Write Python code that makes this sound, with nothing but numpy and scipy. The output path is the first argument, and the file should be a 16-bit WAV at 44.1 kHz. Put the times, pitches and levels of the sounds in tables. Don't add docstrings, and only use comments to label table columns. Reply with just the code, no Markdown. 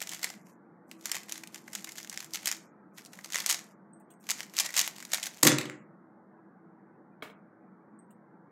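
import sys
import numpy as np
from scipy import signal
from scipy.fft import rfft, irfft, next_fast_len
from scipy.io import wavfile
from scipy.ndimage import uniform_filter1d, map_coordinates

SR = 44100
rng = np.random.default_rng(int(sys.argv[2]) if len(sys.argv) > 2 else 0)


def log_audio(samples):
    frames = np.atleast_2d(samples).T
    limited = np.clip(frames, -1, 1)
    pcm = np.round(limited * 32767).astype(np.int16)
    wavfile.write(sys.argv[1], SR, pcm)


N = 375291

# full_speed_at_s, level_db, hold_ms
TURNS = [(0.0, -60, 120), (0.125, -47, 10.7), (0.245, -47.5, 8.9), (0.47, -69, 14), (0.901, -74, 20),
         (1.0, -77, 20), (1.06, -51.5, 21), (1.14, -46, 9.9), (1.315, -53.5, 51), (1.548, -59, 3.6),
         (1.665, -66, 19), (1.745, -57.5, 53), (1.86, -60.5, 41), (1.98, -54.5, 16), (2.1, -61.5, 58),
         (2.179, -57, 44), (2.345, -55, 48), (2.465, -46.5, 34), (2.981, -62, 16), (3.14, -64.5, 60),
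         (3.25, -64, 33), (3.345, -44, 41), (3.496, -40.5, 23), (4.24, -70.5, 20), (4.302, -53.5, 43),
         (4.39, -51.5, 11), (4.584, -41.5, 8.4), (4.67, -58, 21), (4.781, -37.5, 29), (4.97, -59.5, 63),
         (5.138, -44.5, 10.6), (5.244, -49, 7.1), (5.335, -62, 110)]


def amp(db):
    return 10 ** (np.asarray(db) / 20)


def unit(x):
    return x / np.sqrt(np.mean(x ** 2) + 1e-20)


def along(points, hz):
    pitches, values = np.transpose(points)
    return np.interp(np.log(hz + 1), np.log(pitches + 1), values)


def filtered(x, response):
    size = next_fast_len(N + SR // 2)
    return irfft(rfft(x, size) * response(np.fft.rfftfreq(size, 1 / SR)), size)[:N]


def motor(shaft_hz=29.07, unsteadiness=.015):
    waver = map_coordinates(rng.standard_normal(round(3 * N / SR) + 4), [np.arange(N) * 3 / SR])
    angle = 2 * np.pi * np.cumsum(shaft_hz * (1 + unsteadiness * waver)) / SR
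    return sum(np.sin(k * angle + 2 * np.pi * rng.random()) for k in range(2, 17))


def room_hum():
    # pitch_hz, level_db
    hum_tone = [(59, -36), (105, -18.5), (198, -0.5), (264, -9.5), (316, -9), (327, 2.5), (340, -9.5),
                (404, -12.5), (499, -14), (830, -15.5), (858, -10), (886, -15.5), (1530, -20.5),
                (2200, -34.5), (3500, -39), (6000, -58.5), (9000, -120)]
    spectrum = signal.stft(rng.standard_normal(N), nperseg=2048)[2]
    patches = uniform_filter1d(uniform_filter1d(rng.standard_normal(spectrum.shape), 3, 0), 5, 1)
    noise = signal.istft(spectrum * amp(2.1 * unit(patches)), nperseg=2048)[1][:N]
    colour = lambda hz: amp(along(hum_tone, hz))
    return amp(-57.5) * (unit(filtered(noise, colour)) + amp(-7) * unit(filtered(motor(), colour)))


def hollow_ringing(hz):
    # pitch_hz, width_hz, level_db
    rings = [(2012, 550, 0), (6800, 2100, -8)]
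    return 1 + sum(amp(db) * 1j * hz * width / (pitch * pitch - hz * hz + 1j * hz * width)
                   for pitch, width, db in rings)


def plastic(envelopes, spiky_db, hollow_hz=2500):
    # pitch_hz, level_db
    plastic_tone = [(240, -51), (400, -18.5), (650, -5.5), (1300, -5), (2900, -2), (6900, 1), (9800, -7),
                    (11600, -4), (15000, -11), (16000, -18.5)]
    signs = np.sign(rng.standard_normal(N))
    grit = unit(signs * amp(spiky_db * unit(uniform_filter1d(rng.standard_normal(N), size=24))))
    hollow = lambda hz: 1 / (1 + (hz / hollow_hz) ** 10)
    sharp = lambda hz: 1 - 1 / (1 + (hz / 9000) ** 12)
    middle = lambda hz: (1 - hollow(hz)) * (1 - sharp(hz))
    out = np.zeros(N)
    for envelope, part in zip(envelopes, (hollow, middle, sharp)):
        colour = lambda hz: part(hz) * amp(along(plastic_tone, hz)) * hollow_ringing(hz)
        average_gain = np.sqrt(np.mean(abs(colour(np.arange(SR // 2))) ** 2))
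        out += filtered(envelope * grit, colour) / average_gain
    return out


def bursts(hits, rise, blunt, hollow_stretch, settle_db):
    envelopes, t = np.zeros((3, N + SR)), np.arange(SR // 20) / SR
    settle = amp(settle_db - 60 * t / 0.051)
    for s, db, ms, hollow_db, sharp_db in hits:
        age = t / (ms / 1000 * np.array([[hollow_stretch], [1], [.9]]))
        shape = (1 - np.exp(-(age / rise) ** 2)) * (np.exp(-age ** blunt) + settle)
        start = round((s - rise * ms / 2000) * SR)
        envelopes[:, start:][:, :len(t)] += amp([[db + hollow_db], [db], [db + sharp_db]]) * shape
    return envelopes[:, :N]


def sliding_db(s, swell_db_per_s=399, fade_db_per_s=220.5):
    power = 1e-14
    for start, db, hold_ms in TURNS:
        early, late = np.maximum(start - s, 0), np.maximum(s - start - hold_ms / 1000, 0)
        power = power + amp(db - swell_db_per_s * early - fade_db_per_s * late) ** 2
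    return 10 * np.log10(power)


def sliding_rattle(touches_per_s=260):
    chance = rng.random((N, 2))
    touches = (chance[:, 0] < touches_per_s / SR) * amp(15 * chance[:, 1])
    patter = unit(np.convolve(touches, np.hanning(44), "same") + 1)
    grid_s = np.arange(0, N / SR, .001)
    db = np.interp(np.arange(N) / SR, grid_s, sliding_db(grid_s))
    middle = amp(db) * patter
    hollow = amp(11.5 + 0.19 * db) * middle
    sharp = amp(-19.5 - 0.26 * db) * middle
    return plastic([hollow, middle, sharp], spiky_db=4.0, hollow_hz=4800)


def small_clacks(per_s=24):
    draw = rng.random((round(per_s * TURNS[-1][0]), 4))
    spread = 2 * draw - 1
    start_s = (np.arange(len(draw)) + .5 + draw[:, 0]) / per_s
    level_db = sliding_db(start_s) + 8 + 6 * spread[:, 1]
    length_ms = 0.5 * 2 ** spread[:, 2]
    hollow_db = -13.5 + 5 * spread[:, 3]
    return np.transpose([start_s, level_db, length_ms, hollow_db])


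def piece_notes(hits, low_hz=700, high_hz=3600):
    out, t = np.zeros(N + SR), np.arange(SR // 25) / SR
    for (s, db, ms, hollow_db, _), (pitch, life) in zip(hits, rng.random((len(hits), 2))):
        hz = low_hz * (high_hz / low_hz) ** pitch
        ring_s = 0.0068 * (.5 + life)
        note = amp(db + hollow_db - 11 - 60 * t / ring_s) * np.sin(2 * np.pi * hz * t)
        out[round(s * SR):][:len(t)] += note * (1 - np.exp(-t / (ms / 2000)))
    return out[:N]


def cube_clacks(sharp_db=-7):
    # start_s, relative_level_db, length_ms, hollow_part_db
    loud_clacks = [(0.0043, -25, 0.71, -15), (0.0162, -20.5, 1.8, -4), (0.0252, -22, 0.93, -14),
                   (0.036, -36, 1.6, 0.5), (0.0715, -29.5, 2.7, -5.5), (0.0926, -18.5, 0.78, -25.5),
                   (0.1159, -30, 2.4, -16), (0.1459, -27.5, 2.4, -18), (0.1933, -32, 0.7, -4),
                   (0.2296, -24, 4, -9), (0.243, -15, 1.3, -7.5), (0.2706, -39.5, 0.78, 10.5),
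                   (0.3009, -32.5, 2.1, -1.5), (0.339, -41.5, 1.2, 3.5), (0.9141, -28, 0.26, -7),
                   (1.0105, -39, 0.85, -15.5), (1.0567, -19.5, 1.76, -9.5), (1.0697, -28.5, 0.78, -6),
                   (1.0948, -31, 2.8, -2), (1.1162, -17, 1.8, -11.5), (1.146, -17, 0.13, -5.5),
                   (1.1525, -26, 2.8, -6), (1.1668, -29, 1.7, 1), (1.2328, -32.5, 1.1, -7),
                   (1.2853, -36.5, 0.7, 1), (1.2945, -30, 2, -8), (1.3226, -20, 1, -14),
                   (1.378, -28, 1.1, -11), (1.4353, -33, 2.2, -1), (1.4736, -28.5, 0.52, -28),
                   (1.545, -29.5, 1.9, -7.5), (1.558, -35.5, 1.7, -3), (1.578, -40, 1, -8),
                   (1.678, -43.5, 4.1, 4), (1.7312, -31.5, 4.1, -6.5), (1.7512, -21, 2.7, -7),
                   (1.807, -36, 0.5, -15), (1.8441, -28, 2.1, -15), (1.872, -38, 2.9, 2),
                   (1.891, -31.5, 2.5, -8.5), (1.9098, -42, 1.4, -5), (1.92, -33.5, 1.8, -12),
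                   (1.932, -41, 0.5, -11), (1.9555, -34, 0.7, -3), (1.9736, -32, 2.4, -20),
                   (1.982, -28.5, 2.7, -6), (2.0026, -38, 0.76, 0), (2.0298, -31.5, 0.83, -15),
                   (2.046, -34.5, 1.8, -4), (2.074, -35, 1.1, -6), (2.097, -24.5, 0.75, -19),
                   (2.1157, -43, 2.1, 3), (2.127, -32, 3.2, -4), (2.1405, -37, 4.3, -4.5),
                   (2.1751, -22, 0.69, -10), (2.2035, -28, 2, -9), (2.2272, -32, 1, -4),
                   (2.245, -29, 0.65, -10), (2.3075, -36, 0.51, -15), (2.3363, -16.5, 0.53, -15),
                   (2.3449, -24, 4.6, -8), (2.357, -26, 0.97, -6), (2.3711, -34, 2.3, -1),
                   (2.4576, -15.5, 1.7, -18), (2.4723, -11.5, 0.87, -10), (2.4777, -18.5, 1.7, -14),
                   (2.4858, -27, 4.9, -10), (2.5146, -17.5, 1.7, -12), (2.5253, -20.5, 0.82, -2.5),
                   (2.5667, -33.5, 1.3, -14), (2.98, -33, 3.3, -5), (2.9921, -36, 0.54, -1),
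                   (3.0502, -33.5, 0.45, -30), (3.0605, -30.5, 0.38, -27.5), (3.1328, -33.5, 2.6, -4.5),
                   (3.1896, -36, 0.66, 7.5), (3.2445, -27, 2.4, -8), (3.2592, -35, 0.7, -1),
                   (3.3025, -30.5, 0.84, -4), (3.3225, -21.5, 0.81, -12), (3.3324, -29, 3.1, -19),
                   (3.345, -25, 2, -6), (3.3565, -17.5, 1.5, -2), (3.3775, -21, 1.2, -22),
                   (3.4015, -24, 3.3, -7.5), (3.4412, -34, 2.1, -3), (3.4622, -8, 0.47, -11.5),
                   (3.4922, -14.5, 0.87, -19), (3.4979, -9, 1.2, -12), (3.5025, -13.5, 1.5, -8.5),
                   (3.5104, -13.5, 3.5, -13), (3.5254, -15, 1.8, -15), (3.5441, -19, 1.2, -7),
                   (3.5907, -32, 1, -10), (3.71, -57, 5.6, -29), (4.139, -55, 1.06, -2),
                   (4.2405, -43.5, 0.64, -10), (4.2555, -54, 0.8, -12), (4.2684, -34, 0.63, -6.5),
                   (4.29, -21, 2.3, -5), (4.2996, -17.5, 0.78, -11), (4.306, -13.5, 1.8, -16),
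                   (4.311, -22, 2.3, -19.5), (4.3147, -24, 0.67, 0), (4.3952, -32, 1.8, 1),
                   (4.4057, -19.5, 0.23, -2.5), (4.4303, -31.5, 2.3, -7), (4.497, -39, 0.7, -11),
                   (4.5675, -14, 0.46, -32), (4.581, -20, 0.87, -3), (4.588, -7.5, 0.51, -15),
                   (4.5989, -10, 0.9, -15), (4.6024, -15.5, 3.9, -10), (4.6478, -28.5, 5.7, -3),
                   (4.6596, -23.5, 4.3, -13), (4.688, -34, 4, -1), (4.7043, -26.5, 1.3, -5.5),
                   (4.7409, -22, 1, -7), (4.754, -25, 1.1, -14), (4.7645, -17.5, 3.9, -10),
                   (4.7756, -12, 1.3, -15), (4.7797, -19, 5.7, -14), (4.7925, -7.5, 1.3, -17),
                   (4.8011, -16, 1.5, -20), (4.8137, -12.5, 1.7, -17), (4.8564, -33, 5.6, -8),
                   (4.864, -30, 3.1, -13), (4.877, -15.5, 0.47, -7), (4.9623, -30.5, 1.8, -18),
                   (4.983, -34.5, 0.81, -3), (5.003, -27, 0.29, -2.5), (5.0263, -31, 0.27, 2),
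                   (5.0507, -28, 1.8, -14), (5.0705, -44, 0.6, -11), (5.119, -18.5, 0.36, -10),
                   (5.1332, -16.5, 3.4, -5.5), (5.1449, -8, 0.38, -19), (5.1535, -23.5, 0.68, -2),
                   (5.1831, -34, 1.2, 5), (5.2295, -22, 2.6, -13), (5.238, -18, 0.82, -8.5),
                   (5.2575, -13.5, 0.42, -17), (5.2671, -21, 2.8, -7)]
    hits = [(*clack, sharp_db) for clack in [*loud_clacks, *small_clacks()]]
    envelopes = amp(2.0) * bursts(hits, rise=0.95, blunt=1.11, hollow_stretch=1.2, settle_db=-24)
    return plastic(envelopes, spiky_db=3.5) + piece_notes(hits)


def cube_squeaks():
    # start_s, pitch_hz, level_db, length_ms
    squeaks = [(1.874, 2150, -45, 34), (4.625, 1900, -42.5, 72)]
    out = np.zeros(N)
    for s, hz, db, ms in squeaks:
        swell = np.hanning(round(ms / 1000 * SR))
        t = np.arange(len(swell)) / SR
        wander = np.cumsum(rng.standard_normal(len(t))) * .1
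        out[round(s * SR):][:len(t)] += amp(db) * swell * np.sin(2 * np.pi * hz * t + wander)
    return out


def faint_ticks(pitch_hz=8360):
    # start_s, ring_db, puff_db
    ticks = [(3.932, -54.5, -77.5), (3.998, -68, -61.5), (4.1037, -90, -55.5), (4.113, -57, -78.5),
             (4.206, -69, -62), (7.988, -58, -66.5), (8.106, -67, -60.5)]
    # pitch_hz, level_db
    puff_tone = [(3400, 4.5), (5200, -8), (8500, 7), (10500, 0.5), (14500, 0)]
    ring, puff, t = np.zeros(N + SR), np.zeros(N + SR), np.arange(SR // 4) / SR
    onset = 1 - np.exp(-t / 0.002)
    ring_fade = amp(-60 * t / 0.041) + amp(-9.5 - 60 * t / 0.2)
    puff_fade = amp(-60 * t / 0.019) + amp(-5.5 - 60 * t / 0.14)
    for s, ring_db, puff_db in ticks:
        ring[round(s * SR):][:len(t)] += amp(ring_db) * onset * ring_fade
        puff[round(s * SR):][:len(t)] += amp(puff_db) * onset * puff_fade
    narrow = unit(filtered(rng.standard_normal(N), lambda hz: np.exp(-((hz - pitch_hz) / 350) ** 2)))
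    broad = unit(filtered(rng.standard_normal(N), lambda hz: amp(along(puff_tone, hz)) * (hz > 2500)))
    return ring[:N] * narrow + puff[:N] * broad


def table_hits():
    # start_s, level_db, length_ms, hollow_part_db, sharp_part_db, thump_db
    hits = [(5.429, -15, 8.4, 0.5, -4, -27), (5.449, -23.5, 6.9, 0, -3, -24),
            (5.455, -37, 4.3, 2, -13, -22.5), (5.468, -14.5, 10.4, -2, -2.5, -23),
            (5.48, -24, 6.2, 3.5, -14, -28.5), (5.518, -24.5, 3.1, 3.5, -26, -28.5),
            (5.5832, -31, 5.3, 3.5, -3.5, -49.5), (5.6105, -38.5, 6, 8.5, -5, -56.5),
            (5.654, -46.5, 6.3, 7.5, -6, -50), (5.6977, -45, 3.1, 9, -8.5, -52.5)]
    # pitch_hz, level_db, ring_s (time to fade by 60 dB)
    table_notes = [(134, -3, 0.13), (170, -6, 0.085), (242, 2, 0.055), (294, 1, 0.12), (352, -1, 0.12),
                   (375.6, -3.5, 0.1), (440, -3.5, 0.07), (506, -4, 0.07), (587, -3.5, 0.054),
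                   (1140, -11, 0.092)]
    envelopes = bursts(np.array(hits)[:, :5], rise=0.34, blunt=5.4, hollow_stretch=1.0, settle_db=-20.5)
    clatter = plastic(envelopes, spiky_db=5.0, hollow_hz=3973)
    thumps, t = np.zeros(N + SR), np.arange(SR // 2) / SR
    onset = 1 - np.exp(-t / 0.003643)
    notes = np.array([(-1) ** k * amp(db - 60 * t / ring_s) * np.sin(2 * np.pi * hz * t) * onset
                      for k, (hz, db, ring_s) in enumerate(table_notes)])
    for s, *_, thump_db in hits:
        thumps[round(s * SR):][:len(t)] += amp(thump_db + 2.7 * rng.standard_normal(len(notes))) @ notes
    return clatter, thumps[:N]


def pad_knocks():
    # start_s, shell_db, scuff_db, scuff_length_ms
    knocks = [(7.2221, -28, -42, 30), (7.298, -45, -60, 12)]
    # pitch_hz, level_db, ring_s
    shell_notes = [(280, -1, .05), (430, -4, .05), (615, -5, .04), (1150, -1, .022), (1500, -1, .028),
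                   (2200, -1, .016), (3250, 1, .012), (4000, -2, .009)]
    shell, scuff_level, t = np.zeros(N + SR), np.zeros(N + SR), np.arange(SR // 5) / SR
    onset = 1 - np.exp(-(t / 0.0022) ** 2)
    for s, shell_db, scuff_db, ms in knocks:
        for hz, db, ring_s in shell_notes:
            fade = amp(shell_db + db + 2 * rng.standard_normal() - 60 * t / ring_s)
            build = 1 - np.exp(-(t * hz / 2.9) ** 2)
            note = np.sin(2 * np.pi * (hz * t + rng.random()))
            shell[round(s * SR):][:len(t)] += onset * build * fade * note
        scuff_level[round(s * SR):][:len(t)] += amp(scuff_db) * onset * np.exp(-t / (ms / 1000))
    dull = lambda hz: hz / (hz + 150) * (0.089 + 1 / (1 + (hz / 2600) ** 4))
    return shell[:N] + scuff_level[:N] * unit(filtered(rng.standard_normal(N), dull))


def room_echo(x, change_every_s=.35, delay_samples=200):
    # pitch_hz, ring_s
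    ring_times = [(150, 0.65), (1000, 0.55), (3000, 0.3), (8000, 0.28), (15000, 0.092)]
    out, step = np.zeros(N + SR), round(change_every_s * SR)
    for start in range(0, N, step):
        hz, t, spectrum = signal.stft(rng.standard_normal(SR // 2), SR, nperseg=256)
        fade = amp(-60 * t / along(ring_times, hz)[:, None])
        tail = signal.istft(spectrum * fade, SR, nperseg=256)[1]
        echo = signal.fftconvolve(x[start:start + step], tail / np.linalg.norm(tail))
        arrival = start + delay_samples
        out[arrival:][:len(echo)] += echo[:len(out) - arrival]
    return out[:N]


def scene():
    cube = sliding_rattle() + cube_clacks() + cube_squeaks()
    clatter, thumps = table_hits()
    pad = pad_knocks()
    echo = room_echo(amp(-14.0) * cube + amp(-7.5) * clatter + amp(-7.0) * thumps + amp(-10.0) * pad)
    return (cube + clatter + thumps + pad + echo + faint_ticks() + room_hum())[None]


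def record(dry, gate_db=-84, low_hz=94, top_hz=15900):
    hz, _, spectrum = signal.stft(dry[0], SR, nperseg=512)
    power = uniform_filter1d(uniform_filter1d(abs(spectrum) ** 2, size=3, axis=0), size=5, axis=1)
    power = np.maximum(power, signal.lfilter([.5], [1, -.5], power))
    leniency = 1 + (2900 / (hz[:, None] + 1)) ** 8 + np.minimum(hz[:, None] / 3600, 2) ** 4
    threshold = amp(gate_db) ** 2 / leniency
    gain = np.minimum(1, abs(power) / threshold) ** 1.7
    hiss = amp(-96) * unit(filtered(rng.standard_normal(N), lambda f: (f + 2000) ** -.6))
    gated = signal.istft(spectrum * gain, SR, nperseg=512)[1][:N] + hiss
    rounded = gated / (1 + abs(gated / .62) ** 4) ** .25
    band = lambda f: f ** 6 / (f ** 6 + low_hz ** 6) / (1 + np.exp((f - top_hz) / 25))
    return filtered(rounded, band)[None]


dry = scene()
out = record(dry)
log_audio(out)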